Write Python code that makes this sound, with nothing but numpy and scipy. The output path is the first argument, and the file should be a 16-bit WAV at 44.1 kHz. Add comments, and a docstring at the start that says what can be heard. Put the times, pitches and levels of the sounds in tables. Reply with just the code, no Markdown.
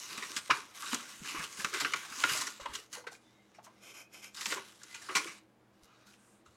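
"""A paper envelope is torn open, shaken out and laid on a table in a small room.
Rustle and snaps are grainy noise through the colour of the sheet; facets ring, the sheet flaps in lumpy lows.
Low modes thump, something hard is rubbed in four short strokes, and resonant noise squeaks faintly.
Fan noise, narrow hum bands and a mains tone lie below; feedback delays make the room."""
import sys
import numpy as np
from scipy import signal
from scipy.io import wavfile
from scipy.ndimage import uniform_filter1d

SR = 44100
rng = np.random.default_rng(int(sys.argv[2]) if len(sys.argv) > 2 else 0)


def generate_wav(signal):
    """Clip the signal to [-1, 1] and save it as 16-bit WAV at the path in sys.argv[1]."""
    frames = np.transpose(np.atleast_2d(signal))
    scaled = np.clip(frames, -1, 1) * 32767
    pcm = np.round(scaled).astype(np.int16)
    wavfile.write(sys.argv[1], SR, pcm)


def linear_from_db(decibels):
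    """Turn decibels (scalar or array-like) into linear amplitude factors; 0 gives 1."""
    return 10 ** (np.asarray(decibels, float) / 20)


N = 289296

# creases buckling: (time [s], drive level [dB], relative brightness [dB], nominal t60 [s], facet ring [Hz])
CREASE_SNAPS = [(0.093, -46, -9, 0.61, 1540), (0.176, -30.5, -2, 0.12, 2500),
                (0.224, -22.5, -14, 0.096, 1865), (0.363, -20.5, 0.5, 0.12, 3100),
                (0.499, -9.5, -25, 0.095, 1056), (0.506, -4.5, -18.5, 0.081, 1360),
                (0.54, -33, -3, 0.44, 960), (0.773, -33.5, -15, 0.083, 5900), (0.826, -25, -32, 0.11, 1140),
                (0.859, -30.5, -19, 0.33, 3850), (0.91, -28, -11, 0.32, 2970),
                (0.93, -16.5, -28, 0.055, 1120), (0.944, -16, 3, 0.026, 6230), (0.995, -33, -19, 0.1, 1350),
                (1.249, -32, -15, 0.13, 1620), (1.282, -28.5, 0, 0.16, 2860), (1.346, -26, -40, 0.35, 1150),
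                (1.399, -27, -33, 0.1, 1620), (1.438, -30, 2, 0.089, 2820), (1.599, -24.5, -32, 0.11, 1620),
                (1.645, -15, -7.5, 0.055, 1280), (1.735, -21.5, -9, 0.29, 1540),
                (1.8, -22.5, 3, 0.19, 1470), (1.847, -10, -26, 0.075, 1500),
                (1.935, -8.5, -12, 0.052, 2210), (2.122, -29.5, -28, 0.072, 1440),
                (2.236, -6, -19, 0.075, 1430), (2.291, -20, -7, 0.14, 1570), (2.344, -29.5, 0, 0.24, 1080),
                (2.372, -27.5, 6.5, 0.11, 4970), (2.409, -25, 4, 0.13, 1040), (2.468, -21.5, -5, 0.1, 5900),
                (2.598, -37, -3, 0.25, 1060), (2.657, -21.5, -21, 0.078, 970), (2.735, -34, 1, 0.093, 3000),
                (2.751, -23.5, -1, 0.065, 3010), (2.928, -29.5, 3.5, 0.074, 6800),
                (2.957, -39, -14, 0.11, 930), (3.039, -45, -21, 0.11, 920), (3.067, -27, -15.5, 0.13, 1454),
                (3.119, -43, -3, 0.1, 736), (3.149, -43, -10.5, 0.043, 2310), (3.546, -54, 1.5, 0.11, 2300),
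                (3.587, -42, -34.5, 0.059, 910), (3.643, -47, -17, 0.14, 6200),
                (3.665, -44, -20, 0.11, 1050), (4.241, -39, 3, 0.087, 2420), (4.345, -39.5, 6, 0.075, 3570),
                (4.37, -32, -11, 0.32, 4900), (4.409, -26, 1, 0.11, 2030), (4.456, -18.5, -5, 0.067, 6050),
                (4.502, -26.5, -9, 0.29, 1970), (4.521, -13.5, -16, 0.046, 1950),
                (4.569, -27, -39, 0.16, 960), (4.813, -45.5, -4, 0.08, 1700),
                (4.832, -40, 5.5, 0.054, 6750), (4.943, -32, -2.5, 0.17, 2530), (5.017, -40, 4, 0.13, 1750),
                (5.087, -23.5, -49, 0.27, 1200), (5.151, -10, -6.5, 0.19, 2310),
                (5.268, -30, -10.5, 0.34, 2260), (5.38, -51, -2, 0.061, 7590),
                (6.134, -51.5, -18.5, 0.11, 2526), (6.459, -49.5, -4, 0.14, 1305)]


def rms_one(x):
    """Scale to rms 1."""
    return x / np.sqrt(np.mean(x ** 2) + 1e-20)


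def at_hz(points, hz):
    """Read a spectrum on a log-frequency axis."""
    points_hz, points_db = np.transpose(points)
    return np.interp(np.log(hz), np.log(points_hz), points_db)


def drift(rate_hz):
    """Slow random curve of rms 1: noise through two equal low-pass poles, run at SR / 40."""
    pole = np.exp(-2 * np.pi * rate_hz * 40 / SR)
    white = rng.standard_normal(N // 40 + 2002)
    slow = signal.lfilter([1], [1, -2 * pole, pole * pole], white)[2000:]   # skip the settling
    return np.interp(np.arange(N) / 40, np.arange(len(slow)), rms_one(slow))


def bands(low_hz, high_hz, count):
    """Centres and band-passes of a log-spaced filter bank."""
    edges = np.geomspace(low_hz, high_hz, count + 1)
    return [(np.sqrt(a * b), signal.butter(2, [a, b], "band", fs=SR, output="sos"))
            for a, b in zip(edges, edges[1:])]


def resonate(x, hz, width_hz):
    """One two-pole resonance, gain about 1 on top."""
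    r = np.exp(-np.pi * width_hz / SR)
    zeros = np.array([1, 0, -1]) * (1 - r * r) / 2
    return signal.lfilter(zeros, [1, -2 * r * np.cos(2 * np.pi * hz / SR), r * r], x)


def resonate_twice(x, hz, width_hz):
    """The same resonance twice in series, for steeper skirts."""
    return resonate(resonate(x, hz, width_hz), hz, width_hz)


def coloured(spectrum, patchy_db, count):
    """Noise of a given spectrum, each band flickering on its own; rms 1."""
    white = rng.standard_normal((2, N))
    out = np.zeros(N)
    for k, (hz, sos) in enumerate(bands(spectrum[0][0], spectrum[-1][0], count)):
        gain = linear_from_db(at_hz(spectrum, hz) + patchy_db * drift(10))
        out += gain * signal.sosfilt(sos, white[k % 2])
    return rms_one(out)


def fall(t60_s, bend=1.0):
    """A jump that dies away, a third of a second long; bend over 1 holds first and drops later."""
    t = np.arange(SR // 3) / SR
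    return linear_from_db(-60 * (t / np.clip(t60_s, 0.01, 0.6)) ** bend)


def add(out, start_s, piece):
    """Mix a piece in at a moment."""
    i = round(start_s * SR)
    out[i:i + len(piece)] += piece[:N - i]


def stroke_db(start_s, length_s, first_db, last_db, attack_s, release_db_per_s):
    """Level of one stroke: rises 20 dB per attack_s up to its start, slopes while it lasts, then dies."""
    t = np.arange(N) / SR - start_s
    held = first_db + (last_db - first_db) * np.clip(t / length_s, 0, 1)
    return held + 20 * np.minimum(t, 0) / attack_s - release_db_per_s * np.maximum(t - length_s, 0)


def background():
    """Fan noise, narrow noise bands of hum and a mains tone of wavering level."""
    # fan spectrum: (frequency [Hz], relative density [dB])
    fan_spectrum = [(20, -27.5), (70, -16.5), (200, -13.5), (500, -11.5), (760, -15), (1300, -19),
                    (4400, -33), (16000, -43.5)]
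    # hum bands: (frequency [Hz], width of each pass [Hz], rms level [dB])
    hum_bands = [(202.5, 18, -75), (235.1, 5.7, -81), (320, 26, -75.5)]
    fan_db, mains_hz, mains_db = -69, 120, -75.5
    fan = linear_from_db(fan_db) * coloured(fan_spectrum, patchy_db=0.9, count=18)
    hum = np.zeros(N)
    for hz, width_hz, db in hum_bands:
        hum += linear_from_db(db) * rms_one(resonate_twice(rng.standard_normal(N), hz, width_hz))
    mains = linear_from_db(mains_db + 2 * drift(5)) * np.sin(2 * np.pi * mains_hz * np.arange(N) / SR)
    return fan + hum + mains


def room(x):
    """Ten feedback delays, duller on every round, stepped block by block."""
    t60_s, wall_cut_hz = 0.28, 6500
    dull = np.exp(-2 * np.pi * wall_cut_hz / SR)
    out = np.zeros(N)
    for k, lag in enumerate((np.geomspace(0.007, 0.031, 10) * SR).astype(int)):
        loop, state = x.copy(), [0.0]
        gain = linear_from_db(-60 * lag / SR / t60_s)
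        for i in range(lag, N, lag):
            back, state = signal.lfilter([gain * (1 - dull)], [1, -dull], loop[i - lag:i], zi=state)
            loop[i:i + lag] += back[:N - i]
        out += (loop - x) * (-1) ** k
    return out


def squeaks():
    """Fingers and edges sliding: short swells of noise twice through a resonance."""
    # faint squeaks and hisses: (start [s], frequency [Hz], width of each pass [Hz], level [dB], length [s])
    slides = [(3.235, 3530, 70, -75, .08), (3.265, 1990, 80, -73, .05), (3.29, 2120, 160, -74, .19),
              (3.28, 3780, 160, -80, .2), (3.54, 5500, 500, -70, .05), (3.98, 2500, 70, -68, .15),
              (5.83, 1250, 300, -69, .18), (6.04, 1450, 300, -70, .09), (6.13, 7800, 5000, -72, .31),
              (6.1, 8600, 500, -78, .33), (5.91, 3850, 250, -74, .08), (6.01, 3850, 200, -74, .12)]
    t, out = np.arange(N) / SR, np.zeros(N)
    for start_s, hz, width_hz, db, length_s in slides:
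        tone = rms_one(resonate_twice(rng.standard_normal(N), hz, width_hz))
        swell = np.sin(np.pi * np.clip((t - start_s) / length_s, 0, 1))
        out += linear_from_db(db) * swell * tone
    return out


def rubbing():
    """Friction noise through the narrow resonances of the rubbed thing, plus hiss."""
    # rubbing strokes: (start [s], length [s], drive level at first [dB], drive level at last [dB])
    rub_strokes = [(3.832, 0.079, -57.5, -55.5), (3.95, 0.058, -54, -54.5), (4.144, 0.078, -52, -61),
                   (4.231, 0.047, -52, -56.5)]
    # resonances of the rubbed thing: (frequency [Hz], nominal width [Hz], relative level [dB])
    rubbed_modes = [(1540, 80, -5), (2090, 70, -2), (2300, 150, -4), (2500, 120, 0), (3050, 150, -7),
                    (3200, 120, -7), (5190, 300, -7), (5600, 250, -10), (6080, 250, -11), (6860, 450, -8),
                    (8500, 300, -16), (9740, 400, -17), (10900, 450, -15), (11700, 500, -13),
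                    (13300, 700, -22)]
    # friction hiss: (frequency [Hz], relative density [dB])
    hiss_spectrum = [(290, -2), (500, -9), (1580, -7), (1770, -22), (2430, -7.5), (4130, -14.5),
                     (6740, -8.5), (11300, -26), (15500, -44)]
    attack_s, release_db_per_s = 0.032, 398
    rings_db, hiss_db = 16.5, -1.5   # relative to the drive
    levels_db = [stroke_db(*row, attack_s, release_db_per_s) for row in rub_strokes]
    stroke = linear_from_db(np.max(levels_db, axis=0))
    friction = rng.standard_normal(N) * linear_from_db(1.5 * drift(20))
    drive = stroke * friction + 1e-18   # offset keeps the filters off denormals
    rings = np.zeros(N)
    for k, (hz, width_hz, db) in enumerate(rubbed_modes):
        mode = resonate(resonate(drive, hz, 0.98 * width_hz), hz, 1.06 * width_hz)
        rings += (-1) ** k * linear_from_db(db) * mode
    hiss = stroke * coloured(hiss_spectrum, patchy_db=2, count=14)
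    return linear_from_db(rings_db) * rings + linear_from_db(hiss_db) * hiss


def thumps():
    """Dull knocks of sheet and hand: a soft push sets one low mode going, roughened by the contact."""
    # knocks: (time [s], drive level [dB], mode [Hz], t60 [s])
    knocks = [(0.177, -44.5, 220, 0.072), (0.302, -47, 302, 0.046), (0.363, -43.5, 262, 0.051),
              (0.496, -20.5, 543, 0.017), (0.509, -32, 262, 0.041), (0.504, -48, 129, 0.12),
              (0.929, -33.5, 254, 0.11), (1.018, -48.5, 259, 0.052), (1.203, -49.5, 60, 0.078),
              (1.216, -41.5, 194, 0.077), (1.344, -40, 320, 0.086), (1.381, -51, 55, .12),
              (1.387, -43.5, 169, 0.1), (1.589, -40.5, 190, 0.05), (1.644, -36, 185, 0.035),
              (1.819, -43, 296, 0.13), (1.824, -53, 128, 0.12), (1.94, -44, 663, 0.04),
              (2.113, -50, 238, 0.054), (2.237, -31, 590, 0.022), (2.247, -31.5, 320, 0.03),
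              (2.245, -52, 112, 0.085), (2.314, -45, 135, 0.07), (2.349, -40, 620, 0.086),
              (2.597, -44, 558, 0.057), (2.613, -52, 50.4, 0.08), (2.655, -39, 554, 0.044),
              (2.694, -54, 60.7, 0.22), (2.74, -55, 188, 0.085), (2.787, -53, 440, 0.075),
              (2.972, -48, 492, 0.23), (3.069, -40, 480, 0.068), (3.585, -36.5, 710, 0.023),
              (3.675, -49.5, 640, 0.049), (4.472, -50.5, 204, 0.098), (4.522, -42.5, 476, 0.092),
              (4.561, -44.5, 388, 0.23), (5.093, -43.5, 366, 0.17), (5.256, -41.5, 343, 0.1),
              (5.826, -57.5, 60, 0.09), (6.062, -69, 71, 0.1), (6.477, -60, 85, .14)]
    out, t = np.zeros(N), np.arange(SR // 3) / SR
    swell = 1 - np.exp(-t / 0.003)
    for start_s, db, hz, t60_s in knocks:
        rough = rms_one(resonate_twice(rng.standard_normal(SR // 3), hz, hz))
        mode = 1.26 * np.sin(2 * np.pi * hz * t) + 0.5 * rough
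        add(out, start_s, linear_from_db(db) * swell * fall(t60_s) * mode)
    return out


def handling():
    """Rustle drive and brightness: overlapping moves add power, the louder one sets more of the colour."""
    # hands tearing or dragging the paper: (start [s], length [s], rustle drive at first [dB],
    # rustle drive at last [dB], relative brightness [dB])
    hand_moves = [(0.0, 0.095, -51, -53, 6.5), (0.103, 0.27, -46.5, -48.5, 3), (0.396, 0.15, -60, -54, 5),
                  (0.519, 0.067, -46, -48, 0), (0.605, 0.17, -56.5, -61, 0.5), (0.752, 0.2, -54, -44.5, 6),
                  (.99, 0.11, -49.5, -54.5, 3), (1.092, .14, -52.5, -56.5, 5),
                  (1.249, 0.19, -44, -43.5, -1), (1.46, 0.16, -56, -49, 6), (1.577, 0.13, -48, -50, 5),
                  (1.733, .2, -41.5, -46, -0.5), (1.963, .15, -44.5, -50, 0.5), (2.1, .1, -49, -43.5, 4.5),
                  (2.202, 0.1, -45.5, -36.5, 2.5), (2.318, 0.16, -37, -45, 4),
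                  (2.497, 0.11, -53, -62.5, 4.5), (2.609, 0.11, -53, -50, -6.5),
                  (2.745, 0.087, -45.5, -60.5, 4.5), (2.937, 0.068, -49, -60.5, 5.5),
                  (3.123, 0.059, -60, -73, 7), (3.213, 0.31, -71, -77, 1), (3.55, .04, -65.5, -71, -1),
                  (3.646, 0.034, -64.5, -76, 11.5), (3.7, 0.11, -71.5, -69.5, -2.5),
                  (4.354, 0.162, -55.5, -41, 6.5), (4.536, 0.13, -41.5, -61.5, 0.5),
                  (4.651, 0.14, -57.5, -69, 6), (4.8, 0.11, -67, -60, 6.5), (4.929, .07, -57, -59.5, 5),
                  (5.004, 0.11, -57.5, -53, 6), (5.161, 0.21, -38.5, -63.5, 4),
                  (5.741, 0.081, -76.5, -75, 1), (5.835, .08, -71.5, -82, 11.5),
                  (5.872, 0.16, -70, -66, -5), (6.07, 0.078, -63.5, -70.5, 6),
                  (6.18, .24, -71.5, -74, -7.5), (6.455, .1, -75.5, -74.5, 4.5)]
    attack_s, release_db_per_s, floor_db = 0.028, 298.5, -120
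    levels_db = np.array([stroke_db(*move[:4], attack_s, release_db_per_s) for move in hand_moves])
    power = linear_from_db(2 * np.maximum(levels_db, floor_db))
    total = power.sum(axis=0)
    return 10 * np.log10(total), np.array(hand_moves)[:, 4] @ power / total


def dying(gains):
    """Envelope of all snaps: a crease crackles, then stops; the longer it lasts, the softer it starts."""
    out, t = np.zeros(N), np.arange(SR // 3) / SR
    for (start_s, _, _, t60_s, _), gain in zip(CREASE_SNAPS, gains):
        onset = 1 - np.exp(-t / (0.008 * t60_s))
        add(out, start_s, gain * onset * fall(0.65 * t60_s, bend=1.145))
    return out


def flapping():
    """The whole sheet pushes air as it is moved and as it buckles: lumpy lows."""
    # flap spectrum: (frequency [Hz], relative density [dB])
    flap_spectrum = [(40, -33), (100, -8.5), (200, -4.5), (320, 3), (520, -4), (900, -6.5)]
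    flap_db, follows = -62.5, 0.86   # level at a rustle drive of -47.5 dB, brightness 0; share of its swing
    per_bright_db, snap_push_db = -0.18, -33   # smooth bright drags flap less; push relative to snap drive
    rustle_db, bright_db = handling()
    moved = linear_from_db(flap_db + follows * (rustle_db + 47.5) + per_bright_db * bright_db)
    push = dying(linear_from_db(np.array(CREASE_SNAPS)[:, 1] + snap_push_db))
    buckled = uniform_filter1d(push, size=SR // 50, origin=SR // 120)   # 20 ms mean, shifted 8 ms
    return (moved + buckled) * coloured(flap_spectrum, patchy_db=4.5, count=9)


def facets():
    """The flat facet beside each crease rings briefly at a pitch of its own."""
    facet_db, follows = -36.5, 0.78   # ring peak for a snap drive of -27.5 dB; share of the snaps' swing
    out = np.zeros(N)
    for start_s, snap_db, _, t60_s, hz in CREASE_SNAPS:
        burst = rng.standard_normal(SR // 3) * fall(0.83 * t60_s)
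        ring = resonate_twice(burst, hz, hz / 4.5)
        add(out, start_s, linear_from_db(facet_db + follows * (snap_db + 27.5)) * ring / np.abs(ring).max())
    return out


def fibres(per_s, spread_db, clump_db, smooth):
    """Two draws of fibre breaks: clicks in clumps over smooth friction noise, sharing their moments."""
    born = rng.random(N) < per_s * linear_from_db(clump_db * drift(25)) / SR
    sizes = rms_one(born * linear_from_db(spread_db * np.minimum(rng.exponential(1, N), 5)))
    return rms_one((smooth + sizes) * rng.standard_normal((2, N)))


def paper():
    """Rustle and snaps excite the same sheet; brightness tilts its upper bands, the pocket resonates."""
    # colour of the sheet: (frequency [Hz], band gain [dB])
    sheet_spectrum = [(410, -48), (700, -19.5), (841, -13), (1110, -6), (1250, -6.5), (1360, -9),
                      (1870, -9.5), (2330, -9), (3370, -11.5), (3890, -11.5), (6740, -14.5), (12300, -27),
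                      (14800, -36.5), (16000, -43.5)]
    # resonances of the envelope pocket: (frequency [Hz], width [Hz], relative gain [dB])
    pocket_modes = [(1120, 42, -8.5), (1426, 27, 0), (1570, 34, 1.5), (2039, 25, 1.5), (2310, 7.6, -11.5),
                    (2907, 73, -4.5), (3845, 180, -9.5)]
    rustle_db, bright_db = handling()
    _, snap_db, snap_bright_db, *_ = np.transpose(CREASE_SNAPS)
    grain = fibres(per_s=2500, spread_db=4, clump_db=3, smooth=1.2)
    crack = fibres(per_s=3000, spread_db=3, clump_db=2, smooth=1)
    bank = bands(760, 16000, count=22)
    chance, out = rng.standard_normal((len(CREASE_SNAPS), len(bank))), np.zeros(N)
    for k, (hz, sos) in enumerate(bank):
        upper = np.clip(np.log2(hz / 2500) / 1.55, 0, 1)   # how far brightness reaches this band
        bending_db = 2.14 * drift(4) + 0.74 * drift(19)   # the sheet's colour shifts as it bends
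        rustle = linear_from_db(rustle_db + 15 + upper * (bright_db + 2) + bending_db)
        dull_db = -6 * max(0, np.log2(hz / 7500))   # every snap is duller above 7500 Hz
        tilt_db = upper * (snap_bright_db + 7)
        snaps = dying(linear_from_db(snap_db + 3 + dull_db + tilt_db + 2.3 * chance[:, k]))
        excitation = rustle * grain[k % 2] + snaps * crack[k % 2]
        out += linear_from_db(at_hz(sheet_spectrum, hz)) * signal.sosfilt(sos, excitation)
    # a small sheet radiates no lows
    sheet = signal.sosfilt(signal.butter(4, 880, "high", fs=SR, output="sos"), out)
    pocket = np.zeros(N)
    for hz, width_hz, db in pocket_modes:
        pocket += linear_from_db(db - 1 + 4.8 * drift(3.3)) * resonate(sheet, hz, width_hz)
    return sheet + pocket


def scene():
    """All sources, the near ones heard with the room."""
    room_db = -21
    near = paper() + facets() + flapping() + thumps() + rubbing() + squeaks()
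    return (near + linear_from_db(room_db) * room(near) + background())[None]


def top_cut(x):
    """Nothing passes above the cut-off."""
    return signal.sosfilt(signal.butter(12, 16450, fs=SR, output="sos"), x)


def record(dry):
    """Take the finished mix at its own level."""
    return top_cut(dry)


dry = scene()
out = record(dry)
generate_wav(out)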